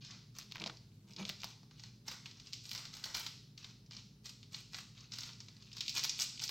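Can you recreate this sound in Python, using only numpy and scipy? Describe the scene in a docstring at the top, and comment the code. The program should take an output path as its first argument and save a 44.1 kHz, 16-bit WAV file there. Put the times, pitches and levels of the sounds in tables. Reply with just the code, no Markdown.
"""A motor hum and a low rush of air run throughout; at once fingers grip foil packets, which crackle and snap.
In the first two seconds the packets also scuff and knock on a kitchen counter, sounding its wooden ring.
They are then lifted clear, torn, shaken and squeezed over a pan, with the loudest snaps in a late burst.
Foil is shaped pulses and noise, the counter a bank of resonances, the hum drifting sines over noise.
A small hard room adds close echoes and a short tail; the picture stays nearly mono."""
import sys
import numpy as np
from scipy import signal
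from scipy.fft import rfft, irfft
from scipy.io import wavfile
from scipy.ndimage import uniform_filter1d

SR = 44100
rng = np.random.default_rng(int(sys.argv[2]) if len(sys.argv) > 2 else 0)


def put_to_file(sound):
    """Save the sound as 16-bit audio at rate SR, in the file named by the first command-line argument."""
    columns = np.atleast_2d(sound).T  # one column per channel
    safe = np.clip(columns, -1, 1)
    whole_steps = np.round(safe * 32767)
    wavfile.write(sys.argv[1], SR, whole_steps.astype(np.int16))


N = 286650
TIME = np.arange(N) / SR

# mains and motor lines: (frequency [Hz], mean level [dB])
HUM_LINES = [(59.2, -78), (105, -75), (119.3, -64), (146, -69), (207, -74.5), (249, -78), (415, -84.5)]
# colour of the steady kitchen air: (frequency [Hz], relative gain [dB])
AIR_COLOUR = [(25, -64), (38, -23), (47, -3), (62, -4), (75, -36), (100, 4.5), (130, 1), (190, 0.5),
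              (270, -9.5), (400, -16.5), (650, -28), (2000, -34), (7000, -42.5), (15000, -39.5)]
# colour of a very faint stereo noise floor: (frequency [Hz], relative gain [dB])
SIDE_NOISE_COLOUR = [(25, 9), (60, 13), (125, -14), (250, 10), (500, 7), (1500, 4.5), (5000, 10), (8000, 4),
                     (15000, 1)]
# fingers pinching, tearing or squeezing: (time [s], held for [s], crackle level before layer trims [dB],
# low body against crackle [dB], tearing fizz against crackle [dB])
FINGER_GRIPS = [(0.025, 0.048, -62, -13, -43), (0.102, 0.044, -65.5, 1.5, -44),
                (0.371, 0.057, -49, -6, -17.5), (0.516, 0.096, -54.5, -7, -41), (.6, 0.1, -56, 2, -42),
                (0.761, 0.0081, -62, -23, -37), (.82, 0.32, -70.5, -24, -14),
                (1.095, 0.043, -56.5, -23, -18), (1.196, 0.035, -43.5, -6.5, -38),
                (1.275, 0.022, -44.5, -9, -21), (1.421, 0.094, -47, -12.5, -21.5),
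                (1.718, 0.05, -62, -8, -33), (1.785, 0.1, -55.5, -12, -22), (2.081, 0.07, -51, -3, -14.5),
                (2.26, 0.06, -63, -2, -17), (2.37, 0.045, -62, -7, -33), (2.46, 0.1, -60, -8, -18),
                (2.65, 0.089, -53.5, -11, -13), (2.735, 0.098, -53.5, 0, -12.5),
                (2.83, 0.034, -58, -4, -25), (2.939, 0.054, -50, -5, -15), (3.04, 0.077, -50.5, 1, -15),
                (3.149, 0.059, -43, -4, -17), (3.22, 0.051, -52, -3, -15), (3.589, 0.12, -56.5, -8.5, -20),
                (3.921, 0.074, -54.5, -7.5, -25), (4.261, 0.04, -51.5, -9, -13),
                (4.538, 0.068, -49.5, -8.5, -16), (4.74, 0.07, -48.5, -7.5, -15),
                (4.971, 0.083, -54.5, -8.5, -29), (5.126, 0.17, -48, -10, -17), (5.27, 0.037, -58, 1, -29),
                (5.39, 0.42, -71, -2, -13), (5.617, 0.15, -58, -14, -33), (5.77, 0.075, -49.5, -9.5, -21),
                (5.87, 0.099, -51, -18, -15), (5.96, 0.027, -37.5, -11.5, -13),
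                (6.039, 0.0084, -39.5, -8, -19), (6.106, 0.089, -53.5, -7, -35),
                (6.202, 0.034, -39, -9.5, -7.5), (6.24, 0.12, -57.5, -7, -28), (6.38, 0.037, -68, -16, -31),
                (6.425, 0.024, -42, -8, -10), (6.478, 0.034, -64, -30, -15)]
# colour of the fine crackle: (frequency [Hz], relative gain [dB])
CRACKLE_COLOUR = [(1200, -44.5), (1750, -44), (1980, -5), (2400, 4.5), (3200, 1.5), (4100, 6), (5300, 3.5),
                  (6400, 2), (8000, -17), (9700, -52), (16000, -33.5)]
# colour of the whole sheet flexing: (frequency [Hz], relative gain [dB])
SHEET_COLOUR = [(120, -5), (300, -4), (450, -6.5), (650, -6), (900, 1), (1400, 3), (1750, -1), (2000, 4.5),
                (2400, -1.5), (4000, -55)]
# colour of fibres parting as the foil tears: (frequency [Hz], relative gain [dB])
FIZZ_COLOUR = [(3000, -23), (7000, 9), (8300, 6), (9700, -23), (12000, -0.5), (16000, -7)]
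# loud creases buckling: (time [s], level before the snap trim [dB], facet ring [Hz],
# low body before its trim [dB], top edge before its trim [dB], trailing slips against the click [dB])
CREASE_SNAPS = [(0.047, -56, 4570, -9, -40, 9), (0.1072, -51, 4040, -14, -42, 7),
                (0.3858, -37.5, 5600, -1.5, -6, 5), (.5139, -47, 4200, -16, -35, -2),
                (0.522, -38, 3720, -4, -17, -12), (0.5492, -46, 3800, 1, -47, 6),
                (.557, -38, 2680, 11, -14, 0), (.569, -43, 3530, 7, -24, -10),
                (0.5817, -46, 2800, 8, -40, -8), (0.5992, -40, 3900, -6, -24, 2),
                (0.6181, -38, 3200, 1, -40, 3), (.6399, -33, 3340, -4, -39, -10),
                (0.6611, -34.5, 4200, -3, -40, 5), (0.6693, -37.5, 4400, -16, -35, 8),
                (.676, -38, 4800, 5, -34, -4), (.6965, -39.5, 3080, 8, -46, 10),
                (0.7714, -50, 4700, -35, -31, -2), (1.135, -49, 5130, -19, -35, -1),
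                (1.164, -41, 4430, -30, -28, 1), (1.2524, -35, 3550, -13, -46, -6),
                (1.2927, -33, 4300, -1, -8.5, -7), (1.2977, -32.5, 3180, 5.5, -30, -26),
                (1.307, -49, 4700, -8, -32, -10), (1.4028, -46.5, 4900, -27, -20, 4),
                (1.4338, -36.5, 2880, 5.5, -16, -10), (1.4437, -36.5, 4800, -25, -9, -3),
                (1.632, -58, 5070, -4, -33, -3), (1.7113, -54.5, 3900, 6.5, -35, -4),
                (1.7957, -49, 4530, -4, -34, 6), (1.837, -44, 4560, 0.5, -41, -1),
                (2.078, -46.5, 4770, -7, -22, 5), (2.0816, -36, 5600, 3.5, -14.5, 5),
                (2.1135, -43.5, 3280, 8, -11, 11), (2.2585, -41, 3100, -1.5, -24, -3),
                (2.3128, -49.5, 4520, -19, -37, -10), (2.372, -56, 5200, -18, -30, -4),
                (2.398, -47, 4630, -7, -24, 9), (2.462, -52.5, 3950, -9, -32, -10),
                (2.471, -47.5, 5200, -25, -38, -6), (2.5268, -46, 4470, -8, -37, -11),
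                (2.533, -34, 4680, -18, -20.5, -20), (2.6548, -44, 4540, -12, -35, -15),
                (2.693, -42, 4800, -15, -8, -3), (2.7103, -44, 5360, -18, -6, -19),
                (2.7145, -36, 3440, -4.5, -11, -5), (2.732, -40, 4740, -21, -6, -1),
                (2.7502, -36.5, 4500, 1.5, -12, -7), (2.7598, -40, 4630, -19, -15, -19),
                (2.7783, -38, 4400, -2, -21, -10), (2.8542, -40, 4330, 0.5, -20, -11),
                (2.939, -43, 4830, -4, -24, 1), (2.968, -44.5, 4750, -3, -10, 0),
                (3.0399, -36, 4400, -25, -16, -2), (3.0426, -37, 4500, -23, -12, -21),
                (3.0553, -41, 5100, -3, -8, 11), (3.1453, -36, 4540, -24, -14, -12),
                (3.1479, -33, 4270, -10, -15, 5), (3.1497, -40, 4900, 12.5, -2, 2),
                (3.1635, -43, 4360, 4, -2, -6), (3.1695, -37, 3870, -4, -2, 10),
                (3.1973, -39.5, 4400, 7, 7, -4), (3.2653, -34, 3930, -0.5, -13.5, -8),
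                (3.577, -46.5, 3900, -27, -21, 8), (3.644, -42.5, 3980, 3, -23, 7),
                (3.862, -60.5, 5200, -20, -37, 0), (3.9093, -48, 4000, 1, -30, 15),
                (3.9208, -47, 4150, -14, -32, -3), (3.9335, -48.5, 4030, -14, -29, 0),
                (3.9662, -43, 4800, -6, -45, 12), (4.257, -44.5, 5660, -2.5, -21, 5),
                (4.265, -46, 4660, -3, -20, 8), (4.293, -44.5, 5200, -13, -31, 7),
                (4.43, -49, 3800, -5, -28, -9), (4.5453, -35.5, 3900, -5.5, -39, 1),
                (4.7335, -45, 5200, 3, -38, -5), (4.7455, -36, 4170, 3, -36, -3),
                (4.785, -44, 4300, 9.5, -16, 3), (4.978, -52.5, 3200, -10, -38, -2),
                (5.006, -52, 5600, -14, -28, 6), (5.1207, -39.5, 4550, -28, -43, -1),
                (5.138, -42, 3780, -19, -35, 3), (5.1854, -37, 4500, -2, -11, 7),
                (5.2069, -42, 6340, -15, -18, 2), (5.2333, -39, 4120, -7, -19, 5),
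                (5.2375, -45, 4730, 2, -14, -7), (5.333, -48.5, 4800, -5, -32, -3),
                (5.4042, -42.5, 5230, -4.5, -42, -3), (5.4838, -47.5, 3750, -1, -34, 13),
                (5.5667, -54, 4470, -2, -29, 2), (5.6236, -51.5, 4430, -6.5, -68, 5),
                (5.7167, -50, 3380, -10, -25, -2), (5.7305, -44.5, 5100, -8, -22, 0),
                (5.768, -42, 4620, 0, -16, 3), (5.7817, -40, 4440, -18, -19, 3),
                (5.807, -29.5, 4150, -12.5, -21, 5), (5.862, -42, 3700, -20, -38, -4),
                (5.881, -30, 4240, -43, -25, -2), (5.895, -31, 4930, -35, -16, -5),
                (5.95, -40, 5170, -17, -13, 6), (5.9724, -33, 4950, -4, -19, -12),
                (5.9742, -35, 5400, 4, -15, -6), (5.9789, -32, 4250, -7, -19, -2),
                (5.9806, -30, 5400, -0.5, -11, 2), (5.9943, -30.5, 4860, -6, -32, -2),
                (6.032, -36, 4340, -11, -20, 6), (6.0381, -28, 5000, -18, -9, -3),
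                (6.0443, -27, 5170, -8, -15, -1), (6.0464, -33, 3970, -4, -14, 1),
                (6.051, -32.5, 3700, 3.5, -3, -12), (6.0947, -26.5, 5800, -46, -34, 1),
                (6.0967, -41, 5300, -30, -30, -22), (6.1004, -37, 5600, -45, -30, 1),
                (6.1913, -35, 3170, -21, -37, -15), (6.1983, -30.5, 5730, -32, -31, 6),
                (6.2068, -31.5, 5300, -4, -12, 1), (6.2177, -31, 5330, -6, -27, -10),
                (6.2205, -26, 5900, -22, -16, -5), (6.223, -46, 4830, -20, -23, -4),
                (6.376, -44, 3300, -12, -43, 2), (6.3946, -38.5, 4560, -8, -30, 13),
                (6.401, -39.5, 2900, -13, -33, -11), (6.4195, -37, 4880, -1, -32, 1),
                (6.4275, -42, 5300, -12, -24, 2), (6.435, -37, 4700, -12, -15, 0),
                (6.4381, -28, 5370, -26, -11.5, 4), (6.479, -35.5, 5150, -35, -28, -4),
                (6.493, -32.5, 3900, -0.5, -6, -8)]
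# the foil's main band: (frequency [Hz], relative gain [dB])
FOIL_COLOUR = [(1700, -13.5), (2300, 0), (3200, -2), (4200, -2), (5400, -1), (6500, -5.5), (8000, -10.5),
               (9000, -22)]
# knocks on the counter: (time [s], contact level [dB], contact ring [Hz], board ring level [dB])
COUNTER_KNOCKS = [(0.559, -60, 950, -78), (0.61, -55, 700, -59), (0.6234, -58, 590, -52),
                  (0.638, -58, 770, -56), (.662, -47.5, 640, -54), (.671, -51.5, 680, -77),
                  (0.699, -55, 920, -64), (1.1964, -58, 497, -57), (1.2026, -58, 600, -58),
                  (1.2123, -60, 750, -55), (1.298, -50, 755, -58), (1.4425, -47.5, 895, -60),
                  (1.632, -69, 820, -87)]
# packets scuffing on the counter: (time [s], level [dB], rise [s], decay [s], squeak against scuff [dB])
COUNTER_SCUFFS = [(0.613, -47.5, 0.011, 0.0099, 0.5), (0.665, -54, 0.0063, 0.054, -16),
                  (1.10, -61, 0.031, 0.021, -33), (1.201, -46.5, 0.014, 0.04, -3)]
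# resonances of the counter and board: (frequency [Hz], width [Hz], relative gain [dB])
BOARD_MODES = [(158, 22, 6), (191, 12, 10.5), (317, 23, 3), (388, 34, -5.5), (458, 24, -7), (612, 13, -1),
               (795, 18, -11), (918, 24, -1.5), (1030, 16, -24), (1240, 20, -30), (1940, 49, -26),
               (2830, 69, -22)]
# how echoing the handling sounds: very echoing at first, driest near 0.55 s, then more echoing again:
# (time [s], gain into the room [dB])
ROOM_SEND = [(0, 17.5), (.42, -4.5), (.55, -10), (1.3, -4), (1.5, -3.5), (2.1, 2), (6.5, -1)]
# ring time of the kitchen: (frequency [Hz], time to fall 60 dB [s])
ROOM_RING_TIMES = [(200, 0.44), (1000, 0.46), (2800, 0.57), (5500, 0.77), (12000, 0.22)]
# colour of a slight stereo spread added to the tail: (frequency [Hz], gain before ROOM_DB [dB])
SPREAD_COLOUR = [(250, -14.5), (1200, -15), (2500, -25), (5500, -46), (8500, -8), (15000, -4)]

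AIR_DB, SIDE_NOISE_DB = -62.5, -78
THROB_S, THROB_PEAK_S, THROB_DB = 0.654, 3.31, 0.5
# a grip builds, slackens while it is held, and lets go
GRIP_ATTACK_S, GRIP_RELEASE_S, GRIP_SAG_DB_PER_S = 0.018, 0.012, 14
# middling creases above the crackle: how many a second, how loud, how uneven
TICK_RATE, TICK_DB, TICK_SPREAD_DB = 83, -12, 3
# heard from all round, the facets of the sheet merge into one broad ring
FACET_WIDTH_HZ, SHEET_HZ, SHEET_WIDTH_HZ = 1200, 4950, 2400
# until the packet is lifted clear of the counter, its foil band sits slightly lower
LIFTED_S, LYING_SHIFT = 2.08, 0.98
ROOM_DB, EARLY_DB = -4.5, -4
TOP_HZ = 15900


def undb(db):
    """Decibels to gain."""
    return 10 ** (np.asarray(db) / 20)


def unit(x):
    """Scale to rms 1."""
    return x / np.sqrt(np.mean(x ** 2))


def shape(points, hz):
    """Gain at hz of a colour given as (Hz, dB) points, joined along a log frequency axis."""
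    f, db = np.transpose(points)
    return undb(np.interp(np.log(hz + 1), np.log(f), db))


def causal(gain):
    """Minimum-phase impulse response with these gains, from the folded cepstrum."""
    cepstrum = irfft(np.log(gain + 1e-6))
    half = len(cepstrum) // 2
    cepstrum[1:half] *= 2
    cepstrum[half + 1:] = 0
    return irfft(np.exp(rfft(cepstrum)))


def bins(size):
    """Frequencies of a real transform [Hz]."""
    return np.fft.rfftfreq(size, 1 / SR)


def ring(hz, centre_hz, width_hz):
    """Complex response of one resonance, 1 at its centre."""
    return 1j * hz * width_hz / (centre_hz ** 2 - hz ** 2 + 1j * hz * width_hz)


def noise(gain):
    """Noise of rms 1 with the given response."""
    return unit(irfft(rfft(rng.standard_normal(N)) * gain, N))


def walk(rate_hz):
    """Random drift of rms 1, slower for a lower rate."""
    return noise(np.exp(-(bins(N) / rate_hz) ** 2))


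def add(out, s, x):
    """Mix x into out at time s."""
    i = max(int(s * SR), 0)
    out[i:i + len(x)] += x[:max(N - i, 0)]


def hum(waver_db=2, drift_rad=0.61):
    """A motor hums in wavering sines that throb together, over a steady rush of air and a faint stereo floor."""
    lines = 0
    for hz, db in HUM_LINES:
        level = np.sqrt(2) * undb(db + waver_db * walk(6.6))
        lines = lines + level * np.sin(2 * np.pi * hz * TIME + drift_rad * walk(5.0))
    throb = undb(THROB_DB * np.cos(2 * np.pi * (TIME - THROB_PEAK_S) / THROB_S))
    mid = lines * throb + undb(AIR_DB) * noise(shape(AIR_COLOUR, bins(N)))
    side = undb(SIDE_NOISE_DB) * noise(shape(SIDE_NOISE_COLOUR, bins(N)))
    return np.array([mid + side, mid - side])


def grip_levels():
    """Gains of the crackle, the flexing sheet and the tearing fizz as the fingers bite, hold and let go."""
    power = np.zeros((3, N))
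    for s, held_s, db, low_db, fizz_db in FINGER_GRIPS:
        before = np.maximum(s - TIME, 0) / GRIP_ATTACK_S
        after = (TIME - s - held_s) / GRIP_RELEASE_S
        outside = np.maximum(before ** 2, after)
        # the level sags about the middle of the hold
        sag_db = GRIP_SAG_DB_PER_S * np.clip(TIME - s - held_s / 2, -held_s / 2, held_s / 2)
        press = np.exp(-np.clip(outside, 0, 20)) * undb(-sag_db)
        layers_db = db + np.array([[0], [low_db], [fizz_db]])
        power += (undb(layers_db) * press) ** 2
    return np.sqrt(power)


def crackle(grip, flexing, tearing, gain_db=-11.0, body_db=-12.5, fizz_db=-2.0,
            rate=600, spread_db=0.5, facet_width_hz=850, count=14):
    """Countless tiny creases give way on facets of several pitches, flex the sheet and fizz as it tears."""
    hz = bins(size=1024)
    fine, slips = 0, 0
    for facet_hz in np.geomspace(2300, 7200, count):
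        size = undb(spread_db * np.minimum(rng.exponential(size=N), 4))
        # rate is creases a second over all the facets
        struck = rng.random(N) < rate / count / SR
        grains = struck * size * rng.choice([-1, 1], N)
        colour = shape(CRACKLE_COLOUR, hz) * (0.017 + abs(ring(hz, facet_hz, facet_width_hz)))
        fine = fine + signal.oaconvolve(grains, causal(colour))[:N]
        slips = slips + grains
    flex = signal.oaconvolve(slips, causal(shape(SHEET_COLOUR, hz)))[:N]
    fizz = noise(shape(FIZZ_COLOUR, bins(N))) * uniform_filter1d(abs(slips), size=60)
    out = undb(gain_db) * grip * unit(fine)
    out = out + undb(body_db) * flexing * unit(flex)
    return out + undb(fizz_db) * tearing * unit(fizz)


def ticks(grip, flexing, body_db=-3, settle_s=0.00092, low_hz=2500, high_hz=6500, facet_width_hz=1400):
    """Middling creases give way at uneven gaps under the fingers, each fluttering on its own facet pitch."""
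    hz, t = bins(size=1024), TIME[:512]
    gap, size = rng.exponential(size=(N // 300, 2)).T
    flutter = rng.standard_normal((len(gap), len(t))) * np.exp(-t / settle_s)
    pitches = rng.uniform(low_hz, high_hz, len(gap))
    times = np.cumsum(gap) / TICK_RATE
    pulses, rung = np.zeros(N), np.zeros(N)
    for s, steps, slips, facet_hz in zip(times, np.minimum(size, 2), flutter, pitches):
        slips = undb(TICK_SPREAD_DB * steps) * slips
        facet = 0.22 + ring(bins(size=512), facet_hz, facet_width_hz)
        add(pulses, s, slips)
        add(rung, s, irfft(rfft(slips) * facet))
    fine = unit(signal.oaconvolve(rung, causal(shape(CRACKLE_COLOUR, hz)))[:N])
    flex = unit(signal.oaconvolve(pulses, causal(shape(SHEET_COLOUR, hz)))[:N])
    return undb(TICK_DB) * (grip * fine + undb(body_db) * flexing * flex)


def snaps(gain_db=-5.0, facet_db=17.5, settle_s=0.0037, body_db=1.5, edge_db=-3,
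          bend_s=.0007, all_round_db=0):
    """A crease flips and rings its facet, then slips raggedly; returns the aimed sound and a broader one."""
    hz, t = bins(size=1024), TIME[:1024]
    aimed, all_round = np.zeros(N), np.zeros(N)
    # bending waves cross the foil more slowly at low frequencies; bend_s is the delay at 4 kHz
    travel = np.exp(-4j * np.pi * bend_s * np.sqrt(4000 * hz))
    edge_colour = shape([(3000, 1), (9700, -0.5), (12000, 8.0)], hz)
    for s, db, facet_hz, low_db, top_db, slips_db in CREASE_SNAPS:
        foil_hz = hz / (LYING_SHIFT if s < LIFTED_S else 1)
        foil = shape(FOIL_COLOUR, foil_hz) * np.minimum(foil_hz / 1900, 1) ** 5 / (1 + (hz / 9300) ** 16)
        body = undb(low_db + body_db) * shape(SHEET_COLOUR, hz)
        edge = undb(top_db + edge_db) * edge_colour

        def strike(peak):
            """Spectrum of the click when the foil rings with this peak."""
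            main = foil * (0.24 + undb(facet_db) * peak)
            return rfft(causal(np.sqrt(main ** 2 + body ** 2 + edge ** 2))) * travel

        click = strike(abs(ring(hz, facet_hz, FACET_WIDTH_HZ)))
        merged = abs(ring(hz, np.sqrt(facet_hz * SHEET_HZ), SHEET_WIDTH_HZ))
        broad = strike(merged * np.sqrt(FACET_WIDTH_HZ / SHEET_WIDTH_HZ))
        slips = rng.standard_normal(len(t)) * np.exp(-t / settle_s) * (t > .0005)
        snap = unit(irfft(click)) + undb(slips_db) * unit(irfft(click * rfft(slips)))
        # the level is set over the first 4 ms
        attack = snap[:175]
        snap = snap * undb(db + gain_db) / np.sqrt(np.mean(attack ** 2))
        add(aimed, s - bend_s, snap)
        add(all_round, s - bend_s, undb(all_round_db) * np.std(snap) * unit(irfft(broad)))
    return aimed, all_round


def counter(grit_db=4, tap_width_hz=500, squeak_hz=2390, squeak_width_hz=220):
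    """Knocks thud and wake the board's ring; gritty scuffs drive it too and squeak where pressed hardest."""
    hz = bins(N)
    grit = rng.standard_normal(N) * undb(grit_db * walk(170))
    board = sum(undb(db) * ring(hz, f, width) for f, width, db in BOARD_MODES)
    board = board * np.minimum(hz / 160, 1) ** 3
    out = np.zeros(N)

    soft_push = 1 / (1 + 1j * hz / 900)
    after_ring = irfft(board * soft_push, N)[:8192]
    after_ring = after_ring / np.sqrt(np.mean(after_ring[:1024] ** 2))
    for s, db, tap_hz, board_db in COUNTER_KNOCKS:
        tap = irfft(ring(bins(size=4096), tap_hz, tap_width_hz) ** 2)
        add(out, s, undb(db) * tap / np.sqrt(np.mean(tap[:256] ** 2)))
        add(out, s, undb(board_db) * after_ring)

    wood = unit(irfft(rfft(grit) * board, N))
    squeak = noise(ring(hz, squeak_hz, squeak_width_hz) ** 2)
    for s, db, rise_s, decay_s, squeak_db in COUNTER_SCUFFS:
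        push = np.exp(-np.maximum((s - TIME) / rise_s, (TIME - s) / decay_s))
        out += undb(db) * push * (wood + undb(squeak_db) * push * squeak)
    return out


def tail(build_s=0.0018):
    """Diffuse answer of the tiled walls, of energy 1; each octave dies away at its own rate."""
    t, hz = TIME[:SR // 2], bins(size=SR // 2)
    white, out = rfft(rng.standard_normal(len(t))), 0
    octave = np.log2(np.clip(hz, 125, 16000) / 125)
    for k in range(8):
        t60 = np.interp(125 * 2 ** k, *np.transpose(ROOM_RING_TIMES))
        band = irfft(white * np.maximum(1 - abs(octave - k), 0))
        out = out + band * np.exp(-np.log(1000) * t / t60)
    out = out * (1 - np.exp(-t / build_s))
    return out / np.linalg.norm(out)


def room(direct, all_round, early_s=0.0052, count=5):
    """Stove and counter throw back close echoes and tiled walls add a tail, in a randomly drifting blend."""
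    t = TIME[:SR // 2]
    sent = all_round * undb(np.interp(TIME, *np.transpose(ROOM_SEND)))
    blend = np.array([walk(3.5) for _ in range(count)])
    mid = direct
    # the squared shares always add up to 1
    for share in blend / np.linalg.norm(blend, axis=0):
        echoes = rng.standard_normal(len(t)) * (rng.random(len(t)) < .06)
        early = echoes * np.exp(-t / early_s) * (t > .0012)
        answer = undb(ROOM_DB) * tail() + undb(EARLY_DB) * early / np.linalg.norm(early)
        mid = mid + signal.fftconvolve(sent * share, answer)[:N]
    spread_tail = signal.fftconvolve(sent, tail())[:N]
    side = undb(ROOM_DB) * irfft(rfft(spread_tail) * shape(SPREAD_COLOUR, bins(N)), N)
    return np.array([mid + side, mid - side])


def scene():
    """Foil and counter sound in the kitchen, over its hum."""
    background = hum()
    grip, flexing, tearing = grip_levels()
    handling = crackle(grip, flexing, tearing) + ticks(grip, flexing)
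    aimed, all_round = snaps()
    handling = handling + counter()
    return room(aimed + handling, all_round + handling) + background


def record(dry):
    """The phone rounds the sharpest peaks and cuts the top."""
    rounded = dry / (1 + (dry / .085) ** 4) ** .25
    return signal.sosfilt(signal.ellip(10, .2, 70, TOP_HZ, fs=SR, output="sos"), rounded)


dry = scene()
out = record(dry)
put_to_file(out)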